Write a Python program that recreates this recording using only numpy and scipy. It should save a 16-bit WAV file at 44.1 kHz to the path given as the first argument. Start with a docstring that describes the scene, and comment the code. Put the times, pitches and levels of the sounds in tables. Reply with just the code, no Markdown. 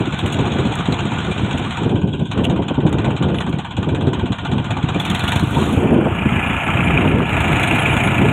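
"""A wet paddy: a three-cylinder diesel tractor knocks at idle, then revs up near 5 s and pulls its tiller.
Each firing is a train of impacts that excites the resonances of the block and covers, and sends a
pressure pulse out of the stack. The rotary blades spatter mud; metal ticks, clanks and chirps faintly.
Throughout, the turbulent pressure of gusty wind buffets the microphone."""
import sys
import numpy as np
from scipy import signal
from scipy.fft import rfft, irfft, next_fast_len
from scipy.io import wavfile
from scipy.ndimage import uniform_filter1d, minimum_filter1d, map_coordinates

SR = 44100
rng = np.random.default_rng(int(sys.argv[2]) if len(sys.argv) > 2 else 0)


def master_out(mix):
    """Clip the mix to full scale and print it as 16-bit PCM to the path in sys.argv[1]."""
    frames = np.transpose(np.atleast_2d(mix))
    ceiling = np.clip(frames, -1, 1)
    pcm = np.round(ceiling * 32767).astype(np.int16)
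    wavfile.write(sys.argv[1], SR, pcm)


N = 366912

# strength of the knock: t/s, level/dB
KNOCK_LEVEL = [(0, -32.5), (.3, -29.5), (1.76, -30), (2.04, -38.5), (2.26, -32), (2.36, -33), (2.82, -36),
               (3.05, -31.5), (3.75, -35.5), (4.5, -32), (4.93, -30.5), (5.0, -27), (5.3, -22.5),
               (5.48, -28.5), (5.82, -29.5), (6.0, -30.5), (6.38, -22.5), (7.0, -21.5), (7.22, -26.5),
               (7.37, -20), (7.9, -19.5), (8.32, -22.5)]
# treble relative to the knock: t/s, rasp and crack level/dB, sizzle level/dB
TREBLE_BALANCE = [(0, -5.5, -18.5), (1.8, -6.5, -18), (2.03, -10.5, -22.5), (2.24, -8.5, -21.5),
                  (2.4, -8, -22), (4.0, -6, -19.5), (5.3, -7, -20.5), (5.74, -8, -17), (5.9, -47, -28),
                  (7.15, -23.5, -29.5), (7.6, -16.5, -24), (8.32, -22.5, -25)]
COAST_START_S, COAST_HOLD_S, COAST_DB = 1.92, .375, -21  # a brief fuel cut weakens the combustion
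def engine():
    """Impact excitation: each firing sets the metal ringing; load hardens it, speed brightens it."""
    knock_db, = curves(KNOCK_LEVEL)
    treble_db, sizzle_db = curves(TREBLE_BALANCE)
    burst = blows()
    sharp = levelled(burst ** 1.35)  # higher partials follow the blows more sharply
    body, rasp = block(burst, sharp)
    sizzle = covers(sharp)
    fizz, bite = revving(sharp)
    crack = amp(treble_db - 4) * ignition_crack(sharp)
    fuel = amp(COAST_DB * swell(COAST_START_S, COAST_HOLD_S, attack=0.12, release=0.019))
    treble = amp(treble_db - 1) * rasp + bite + amp(sizzle_db) * (sizzle + fizz)
    return amp(knock_db) * (fuel * (body + crack) + treble)


# ignition crack, combustion, piston slap, valve seating:
# start/periods, level/dB, decay/periods, change under load/dB
FIRING_BLOWS = [(.035, -7, 0.11, 4), (0.025, -2, 0.45, -4.5), (0.31, -11, 0.11, 7), (0.63, -13.5, .062, -4)]
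def blows():
    """Incoherent addition: the blows and the steady clatter sum in power to one envelope."""
    load, clatter_db = effort()
    hardness = np.tanh(load / 0.17)
    power = sum((amp(db + loaded_db * hardness) * firings(start, decay, scatter_db=0.67)) ** 2
                for start, db, decay, loaded_db in FIRING_BLOWS)
    power = np.abs(uniform_filter1d(power, size=SR // 400))  # a knock takes time to spread
    accents = amp(0.7 * wobble(220))  # single impacts stand out in all bands at once
    return levelled(np.sqrt(power + amp(clatter_db + 0.5) ** 2) * accents)


# modes of the block, the hollow unloaded engine and the tiller housing: f/Hz, width/Hz, gain/dB
BLOCK_MODES = [(698, 98, 6.5), (824, 36, 3), (915, 77, 5), (1220, 51, 3), (1428, 56, 9.5), (1700, 63, 7),
               (2400, 210, 6.5), (2640, 29, 3.5), (3190, 80, 1.5), (3430, 160, 6), (3740, 140, 8),
               (4050, 120, 8.5)]
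HOLLOW_MODES = [(1525, 79, 7), (1706, 70, -7.5), (2180, 180, -5)]
HOUSING_MODES = [(1317, 49, 8), (1470, 70, -1.5), (2210, 72, 2.5)]
# spectra of the idle knock, loaded drone, hard combustion ring and rasp: f/Hz, level/dB
IDLE_SPECTRUM = [(150, 1.5), (350, -11), (800, 6.5), (1150, 6.5), (1500, -1), (1850, -0.5), (2450, -3.5),
                 (3100, -2), (3500, -19), (4000, -42), (4600, -93)]
DRONE_SPECTRUM = [(150, 10), (350, -4.5), (800, 6.5), (1100, 1), (1500, 2), (1900, 0.5), (2400, 2),
                  (2850, 1.5), (3300, -16.5), (3800, -43.5), (4600, -75.5)]
RING_SPECTRUM = [(1200, -43.5), (2000, -1), (2400, -1.5), (2900, -0.5), (3300, -14.5), (3900, -30),
                 (4600, -74.5)]
RASP_SPECTRUM = [(2200, -34), (2800, 2.5), (3300, 14), (3600, 11), (4000, 1.5), (4250, -8.5), (4500, -28),
                 (4800, -35), (5300, -34.5), (6000, -14), (6600, -23), (8000, -73.5)]
def block(burst, sharp):
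    """Modal resonance: impacts ring the block, hollow at idle, joined by the housing under load."""
    load, _ = effort()
    idle_modes, load_modes = BLOCK_MODES + HOLLOW_MODES, BLOCK_MODES + HOUSING_MODES
    idle = shimmer(coloured(burst * rattle(spread_db=1.1, alike=0.37), IDLE_SPECTRUM, idle_modes))
    blunt = levelled(np.sqrt(burst))
    drone = coloured(blunt * rattle(spread_db=0, alike=0.38), DRONE_SPECTRUM, load_modes)
    ring = shimmer(coloured(sharp * rattle(spread_db=1.5, alike=0.61), RING_SPECTRUM, load_modes))
    rasp = shimmer(coloured(sharp * rattle(spread_db=0, alike=0.74), RASP_SPECTRUM, BLOCK_MODES))
    working = amp(-0.54) * drone + amp(-5) * ring
    body = np.sqrt(1 - load) * amp(1.55) * idle + np.sqrt(load) * working
    return body, rasp


# sizzle of the thin engine covers: f/Hz, level/dB
SIZZLE_SPECTRUM = [(5000, -65.5), (5250, -35), (6100, -14.5), (6600, 3.5), (7300, 4), (8500, -1.5),
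                   (9300, -24), (10200, -15.5), (11700, -31.5), (13000, -28), (14200, -32.5), (15500, -35)]
# their modes: f/Hz, width/Hz, gain/dB
COVER_MODES = [(5950, 200, 4), (6850, 460, 2.5), (7400, 250, -1), (7820, 240, 2.5), (8770, 350, 5.5),
               (9850, 440, 6)]
def covers(sharp):
    """Plate vibration: the covers snap on each knock until the working tiller keeps them shaking."""
    load, _ = effort()
    snap = levelled(sharp ** (1.3 + 0.8 * load - 1.15 * load * throttle()))
    return shimmer(coloured(snap * rattle(spread_db=2.5, alike=0.37), SIZZLE_SPECTRUM, COVER_MODES))


# bright fizz of the revved engine, and its bite before it takes the load: f/Hz, level/dB
FIZZ_SPECTRUM = [(4600, -46), (6000, -31), (6500, -3.5), (9000, 2), (10000, 1.5), (11700, -5.5),
                 (12900, -2.5), (14200, -14), (15500, -14.5)]
BITE_SPECTRUM = [(3300, -48), (4200, 10.5), (4600, -18), (5300, -5.5), (6200, 5), (7200, -2), (9000, -45)]
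def revving(sharp):
    """Amplitude modulation: firings pulse the treble noise; speed under load evens it out."""
    load, clatter_db = effort()
    top_speed = np.clip((firing_rate() - 27) / 2, 0, 1)
    bang = np.hypot(firings(start=0, decay=.3, scatter_db=0.5), amp(clatter_db - 10))
    edge = levelled(bang ** (1 - load) * sharp ** (load * (1.4 - 0.7 * top_speed)))
    fizz = amp(-0.5) * shimmer(coloured(edge * grit(spread_db=2), FIZZ_SPECTRUM), depth_db=1)
    bite = amp(-22.5) * (1 - load) ** 2 * coloured(edge * grit(spread_db=7), BITE_SPECTRUM)
    return throttle() * fizz, throttle() * bite


# the crack at the front of each knock: f/Hz, level/dB
CRACK_SPECTRUM = [(700, -24), (1400, 2.5), (2000, -1.5), (2600, -1.5), (3600, 3.5), (4200, -6.5),
                  (4800, -27.5), (6500, -8), (8500, -24.5), (11000, -34.5)]
def ignition_crack(sharp):
    """Transient excitation: the brief peak of each knock drives the block over a wide band."""
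    impacts = levelled(sharp ** 1.58) * grit(spread_db=2.5)
    return shimmer(coloured(impacts, CRACK_SPECTRUM, BLOCK_MODES))


# cylinders in firing order: idle level/dB, revved level/dB
CYLINDER_LEVELS = [(1.6, -.4), (-.4, -.6), (0, 1.1)]
# unusually hard or soft firings: t/s, level change/dB
ODD_FIRINGS = [(.39, -1.5), (.86, 1.5), (.92, 3), (1.51, 2.5), (1.71, 1), (2.13, -1.5), (2.315, 2),
               (2.38, 2.5), (2.56, 1), (2.685, 3), (2.8, 0), (2.985, 1.5), (3.047, 1), (3.4, 1.5),
               (3.952, -0.5), (4.135, 3), (4.455, 2), (4.518, -2), (4.707, -1), (5.15, 0), (5.28, 1.5),
               (5.32, 3), (5.36, 4), (7.4, 2), (7.525, 0), (7.75, 0.5)]
def firings(start, decay, scatter_db):
    """Exponential decay: one blow per firing, sized by its cylinder; start and decay in periods."""
    cycles, onsets = crank()
    k = np.arange(len(onsets))
    idle_db, revved_db = np.array(CYLINDER_LEVELS)[k % len(CYLINDER_LEVELS)].T
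    db = idle_db + (revved_db - idle_db) * throttle()[onsets] + scatter_db * rng.standard_normal(len(k))
    for at, extra_db in ODD_FIRINGS:
        db[np.argmin(np.abs(onsets / SR - at))] += extra_db
    which, age = np.divmod(cycles - start, 1)
    return amp(db)[np.clip(which.astype(int), 0, len(k) - 1)] * np.exp(-age / decay)


def rattle(spread_db, alike):
    """Partial coherence: each cylinder repeats the share `alike` of its impact noise power."""
    cycles, onsets = crank()
    k = cycles.astype(int)
    pattern = grit(spread_db)[k % len(CYLINDER_LEVELS) * SR + np.arange(N) - onsets[k]]
    return np.sqrt(alike) * unit(pattern) + np.sqrt(1 - alike) * grit(spread_db)


# engine speed: t/s, firing rate/Hz
ENGINE_SPEED = [(0, 14.9), (.3, 14.9), (.38, 15.65), (.75, 14.59), (1.12, 15.55), (1.6, 15.05), (2.0, 16.9),
                (2.5, 16.21), (3.02, 16.69), (3.25, 16.74), (3.47, 16.44), (3.91, 16.68), (4.51, 15.17),
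                (4.91, 17.21), (5.15, 21.49), (5.38, 26.42), (5.62, 27.47), (5.92, 28.44), (6.45, 29.07),
                (7.02, 29.51), (7.28, 26.83), (7.6, 25.89), (7.9, 27.83), (8.32, 28.54)]
def firing_rate():
    """Repetition frequency of the knock, in Hz."""
    return curves(ENGINE_SPEED)[0]


def crank():
    """Phase as the integral of frequency: firings elapsed, and the first sample of each."""
    cycles = .194 + np.cumsum(firing_rate()) / SR
    return cycles, np.searchsorted(cycles, np.arange(int(cycles[-1]) + 1))


def throttle():
    """Speed threshold: 0 at idle, 1 once revved."""
    return np.clip((firing_rate() - 18.5) / .2, 0, 1)


# how hard the engine works: t/s, load (0-1), relative clatter level/dB
ENGINE_EFFORT = [(0, 0.33, -8.5), (1.7, 0.25, -5.5), (2.05, 0.06, -10.5), (4.3, 0, -14.5),
                 (5.3, 0.18, -9.5), (5.6, 0.12, 5.5), (6.3, 0.96, -8.5), (8.32, 0.97, -8.5)]
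def effort():
    """Mechanical load, and the steady clatter between firings."""
    return curves(ENGINE_EFFORT)


# timing gears and valves: f/Hz, level/dB
GEAR_SPECTRUM = [(500, -13), (930, 2.5), (1080, -0.5), (1250, -21.5), (1510, 3), (1800, -20.5), (2200, -14),
                 (2400, -3), (2650, -6), (3200, -1.5), (3600, -19.5), (4600, -57.5)]
def gears():
    """Contact noise: gears and valves rattle at every compression, with or without fuel."""
    shake = levelled(firings(start=.05, decay=0.69, scatter_db=1))
    return amp(-36.5) * coloured(shake * grit(spread_db=0.5), GEAR_SPECTRUM)


# puffs from the stack: f/Hz, level/dB
EXHAUST_SPECTRUM = [(25, -33), (55, 1), (100, 7), (170, -5), (300, -4), (600, -23.5), (1500, -69)]
def exhaust():
    """Monopole radiation: each puff sounds by its rate of change of flow, stronger with speed."""
    speed = firing_rate()
    flow = firings(start=.1, decay=0.12, scatter_db=4)
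    pulse = coloured(np.gradient(flow), EXHAUST_SPECTRUM)
    rush = coloured(flow * rng.standard_normal(N), EXHAUST_SPECTRUM)
    return amp(-32.5) * (speed / speed.mean()) ** 1.4 * (pulse + 0.61 * rush)


# wet slaps of mud: f/Hz, level/dB
MUD_SPECTRUM = [(200, -28), (600, -3.5), (1400, 6.5), (3000, -46), (4500, -41)]
def tiller():
    """Shot noise: under load the blades throw a dense, random spray of small wet slaps."""
    load, _ = effort()
    when, size = rng.random((700, 2)).T
    spray = fading(impulses(when * N / SR, size), decay=0.0058) * rng.standard_normal(N)
    return amp(-32.5) * load * coloured(spray, MUD_SPECTRUM)


# sharp ticks and spatters, and the bright crack of a few hard firings near the start: t/s, relative level/dB,
# clack offset/dB, tick decay/s
CONTACTS = [(0.188, -27.5, -4, 0.0099), (0.26, -24.5, 13, 0.015), (0.324, -23, 8, 0.014),
            (0.755, -16, -16, .002), (0.925, -28, 4, .008), (1.58, -28, -5, 0.0074),
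            (2.442, -22.5, 14, 0.0055), (2.450, -22.5, 18.5, .004), (2.466, -38.5, 18, .005),
            (2.892, -31, -12, 0.0044), (2.928, -21.5, -14, 0.004), (3.385, -28, 18.5, 0.004),
            (3.493, -31.5, 9, 0.0072), (7.630, -20, 14, 0.011)]
# spectra of the tick and the clack: f/Hz, level/dB
TICK_SPECTRUM = [(5000, -29), (6500, 9.5), (9000, 5.5), (12000, -6.5), (15500, -16.5)]
CLACK_SPECTRUM = [(800, -32), (2200, -14), (2900, 0), (3300, -5), (4000, -21), (4700, -69), (7000, -89)]
def ticks():
    """Impact transients: a bright tick over a lower clack that takes a moment to ring up."""
    times, db, clack_db, _ = np.transpose(CONTACTS)
    tick = sum(fading(impulses(np.array([at]), [amp(level_db - 13.5)]), decay)
               for at, level_db, _, decay in CONTACTS)
    strikes = impulses(times, amp(db + clack_db - 5.5))
    clack = (fading(strikes, .0036) - fading(strikes, .0011)) * steady_noise(CLACK_SPECTRUM)
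    return tick * coloured(rng.standard_normal(N), TICK_SPECTRUM) + clack


# knocks on loose metal: t/s, relative level/dB, f/Hz
METAL_CLANKS = [(0.856, -17, 3700), (0.924, -14, 3940), (2.128, -16, 3350), (5.148, -33, 3930),
                (5.195, -19, 4130), (5.276, -7, 2960), (5.355, -23, 4160), (5.392, -23, 4130),
                (7.676, -16, 8750), (7.791, -8, 3220), (7.856, 0, 2350)]
def clanks():
    """Damped free vibration: a loose part, shaken by a hard firing, rings for a moment."""
    rise_s, decay_s = 0.0041, 0.0047
    out, t = np.zeros(N + SR), np.arange(SR // 10) / SR
    ring = (1 - np.exp(-t / rise_s)) * np.exp(-t / decay_s)
    for at, db, hz in METAL_CLANKS:
        out[round(at * SR):][:len(t)] += amp(db) * ring * rough_tone(t, hz, width_hz=230)
    return out[:N]


# chirps of rubbing metal: t/s, duration/s, level/dB
METAL_CHIRPS = [(3.327, .12, -53), (5.71, 0.045, -45), (5.918, .035, -47), (6.401, .045, -50),
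                (6.465, 0.035, -45), (6.635, .035, -44), (6.818, 0.068, -45), (7.075, 0.041, -48),
                (7.59, 0.03, -44), (7.786, 0.027, -32), (7.81, .035, -39), (7.875, .08, -42),
                (8.024, .06, -37)]
def chirps():
    """Friction-excited vibration: rubbing metal sings briefly on a high, rough note."""
    out = np.zeros(N + SR)
    for at, length, db in METAL_CHIRPS:
        t = np.arange(round(length * SR)) / SR
        arch = amp(db) * np.sin(np.pi * t / length)
        out[round(at * SR):][:len(t)] += arch * rough_tone(t, hz=9960, width_hz=710)
    return out[:N]


# single hard buffets: t/s, relative level/dB, flutter offset/dB
WIND_BUFFETS = [(.005, -8.5, -7.5), (0.384, -11.5, -2), (0.589, -3.5, -9), (.884, -3.5, -9.5),
                (1.051, -8, -11), (1.432, -3.5, -18), (1.54, -9, -5), (1.858, -7, -8), (1.94, -5.5, -18),
                (2.034, -2, -21), (2.213, -10, -19), (2.386, -6, -13.5), (2.495, -5, -17), (2.59, -8.5, -2),
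                (2.705, -14.5, 3.5), (2.778, -4, -4), (2.829, -12, -22), (2.85, 0.5, -7),
                (3.473, -5.5, -17), (3.535, -7.5, -15), (3.779, -3.5, -12), (4.07, 0.5, -10),
                (4.23, -6, -10), (4.303, -2.5, -17.5), (4.838, -5, -22), (4.953, -10.5, -3),
                (5.424, -4.5, -12), (5.569, -1, -7), (5.772, -2.5, -8.5), (5.843, -5, -4.5),
                (5.916, -4.5, 1.5), (5.955, -2.5, -6), (5.985, -9, 3), (6.053, -12, 4.5), (6.254, 0, -17),
                (7.138, -1, -14)]
# low rumble and higher flutter of the wind: f/Hz, level/dB
RUMBLE_SPECTRUM = [(15, -57), (30, -29.5), (50, -17.5), (80, -2), (140, 1.5), (220, -3.5), (320, -12.5),
                   (500, -27.5), (900, -90.5)]
FLUTTER_SPECTRUM = [(100, -19), (220, 2.5), (330, 2.5), (450, -2.5), (650, -10), (1000, -15.5),
                    (2000, -71.5), (4000, -110)]
DENSE_DB = -15  # gust strength at which the eddies merge
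def wind():
    """Turbulent pressure: eddies hit the microphone in lumps that merge to a roar in strong gusts."""
    low, high = airflow()
    times, level_db, flutter_db = np.transpose(WIND_BUFFETS)
    merging = 1 + (np.hypot(low, high) / amp(DENSE_DB)) ** 4
    lumps = unit(wobble(50) + 0.5 * wobble(15)) / merging

    def buffets(db):
        """Pressure pulses with a fast rise and slower decay."""
        hits = impulses(times, amp(db))
        return fading(hits, 0.011) - fading(hits, 0.0032)

    rumble = np.hypot(low * levelled(amp(3.34 * lumps), SR // 5), buffets(level_db - 0.5))
    flutter = np.hypot(high * levelled(amp(3.55 * lumps), SR // 5), buffets(level_db + flutter_db + 3.5))
    return rumble * steady_noise(RUMBLE_SPECTRUM) + flutter * steady_noise(FLUTTER_SPECTRUM)


# gusts: t/s, hold/s, rumble level/dB, flutter re rumble/dB
WIND_GUSTS = [(-.04, 0.065, -25.5, 4.5), (0.204, 0.5, -22.5, -2), (0.865, 0.23, -25.5, -4.5),
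              (1.175, 0.43, -29.5, 1), (1.787, 0.26, -22, -0.5), (2.09, 0.12, -24, -5.5),
              (2.338, 0.26, -21.5, -0.5), (2.82, 0.32, -20, -3.5), (3.186, 0.17, -18, -4.5),
              (3.77, 0.38, -21, -1), (4.472, 0.12, -17.5, -11), (4.68, 0.036, -23, -20),
              (4.876, 0.43, -25, -17), (5.5, 0.25, -24, 1.5), (5.76, 0.31, -24.5, 7),
              (6.223, 0.15, -22.5, -22), (6.74, 0.2, -16.5, -12.5), (6.95, 0.25, -17.5, -1.5),
              (7.31, 1, -21, -5), (8.177, 0.094, -14, -3.5)]
# lulls: t/s, hold/s, rumble change/dB
WIND_LULLS = [(1.658, 0.11, -2.5), (2.254, 0.034, -1), (2.712, 0.018, -11), (3.6, 0.2, -5.5),
              (4.319, 0.083, -10), (6.11, 0.21, 0.5)]
BREEZE_RUMBLE_DB, BREEZE_FLUTTER_DB = -23.5, -33.5
def airflow():
    """Power addition: gusts ride on a breeze; in lulls the flutter drops further than the rumble."""
    low, high = amp(BREEZE_RUMBLE_DB) ** 2, amp(BREEZE_FLUTTER_DB) ** 2
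    for start, hold, db, flutter_db in WIND_GUSTS:
        gust = amp(db) * swell(start, hold, attack=0.024, release=0.082)
        low, high = low + gust ** 2, high + (amp(flutter_db) * gust) ** 2
    calm_db = sum(db * swell(start, hold, attack=0.022, release=0.022) for start, hold, db in WIND_LULLS)
    return np.sqrt(low) * amp(calm_db), np.sqrt(high) * amp(2.4 * calm_db)


def coloured(x, spectrum, modes=()):
    """Minimum-phase filtering: x takes on this spectrum and these resonances, at rms 1."""
    size = 8192
    hz = np.fft.rfftfreq(size, 1 / SR)
    f, db = np.transpose(spectrum)
    level = np.interp(np.log(hz + 1), np.log(f), db)
    for centre, width, lift in modes:
        level = level + lift / (1 + (2 * (hz - centre) / width) ** 2)
    cepstrum = irfft(np.log(amp(level)))[:size // 2]
    cepstrum[1:] *= 2  # folding makes the filter causal
    response = irfft(np.exp(rfft(cepstrum, size)))
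    return unit(signal.oaconvolve(x, response)[:N])


def shimmer(x, depth_db=3.5):
    """Spectral fluctuation: brief random patches of louder and softer frequencies blotch the clatter."""
    spectra = signal.stft(x, nperseg=512)[2]
    field = uniform_filter1d(rng.standard_normal(spectra.shape), size=3, axis=0)
    field = unit(uniform_filter1d(field, size=5, axis=1))
    return unit(signal.istft(spectra * amp(depth_db * field), nperseg=512)[1][:N])


def grit(spread_db):
    """Modulated noise: tiny impacts of unequal size."""
    return unit(rng.standard_normal(N) * amp(spread_db * wobble(1500)))


def steady_noise(spectrum):
    """Filtered noise of even strength."""
    return levelled(coloured(rng.standard_normal(N), spectrum), size=SR // 25)


def rough_tone(t, hz, width_hz):
    """Line broadening: a tone whose phase wanders at random."""
    real, imag = (map_coordinates(k, [t * width_hz]) for k in rng.standard_normal((2, len(t))))
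    return np.sin(2 * np.pi * hz * t + np.angle(1 + real + 1j * imag))


def wobble(rate):
    """Smooth random fluctuation, rate knots a second."""
    return map_coordinates(rng.standard_normal(int(N * rate / SR) + 4), [np.arange(N) * rate / SR])


def impulses(times, sizes):
    """Impulse train: one spike at each time."""
    return np.bincount(np.clip(np.round(times * SR).astype(int), 0, N), sizes, N + 1)[:N]


def fading(spikes, decay):
    """Exponential damping of each spike; decay in seconds."""
    return signal.lfilter([1], [1, -np.exp(-1 / (SR * decay))], spikes)


def swell(start, hold, attack, release):
    """Trapezoidal envelope: rises at start, falls from start + hold; all in seconds."""
    t = np.arange(N) / SR - start
    return np.clip(np.minimum(t / attack, 1 - (t - hold) / release), 0, 1)


def curves(rows):
    """Linear interpolation of each column after the time, one value per sample."""
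    times, *columns = np.transpose(rows)
    return [np.interp(np.arange(N) / SR, times, column) for column in columns]


def levelled(x, size=SR // 3):
    """Running normalisation: removes swells slower than size samples."""
    return x / np.sqrt(np.abs(uniform_filter1d(x ** 2, size=size)) + 1e-12)


def unit(x):
    """Normalisation to rms 1."""
    return x / np.sqrt(np.mean(x ** 2) + 1e-20)


def amp(db):
    """Decibels to amplitude ratio."""
    return 10 ** (np.asarray(db) / 20)


def scene():
    """Superposition: the tractor in the open field and the wind at the microphone."""
    return (engine() + gears() + exhaust() + tiller() + ticks() + clanks() + chirps() + wind())[None]


CEILING, LOOK_AHEAD_S = .84, .004
LOW_CUT_HZ, DIP_HZ, DIP_WIDTH_HZ, TOP_HZ = 41, 4896, 230, 15800
def record(dry):
    """Limiting and filtering: peaks are held, deep bass rolls off, the treble is notched and cut off."""
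    reach = round(LOOK_AHEAD_S * SR)
    gain = CEILING / np.maximum(np.abs(dry), CEILING)
    held = dry * uniform_filter1d(minimum_filter1d(gain, size=2 * reach), size=reach)
    size = next_fast_len(N + SR // 2)
    hz = np.fft.rfftfreq(size, 1 / SR)
    low_cut = hz ** 3 / np.hypot(hz ** 3, LOW_CUT_HZ ** 3)
    dip = amp(-26 * np.exp(-((hz - DIP_HZ) / DIP_WIDTH_HZ) ** 2))
    return irfft(rfft(held, size) * low_cut * dip * (hz < TOP_HZ), size)[..., :N]


dry = scene()
out = record(dry)
master_out(out)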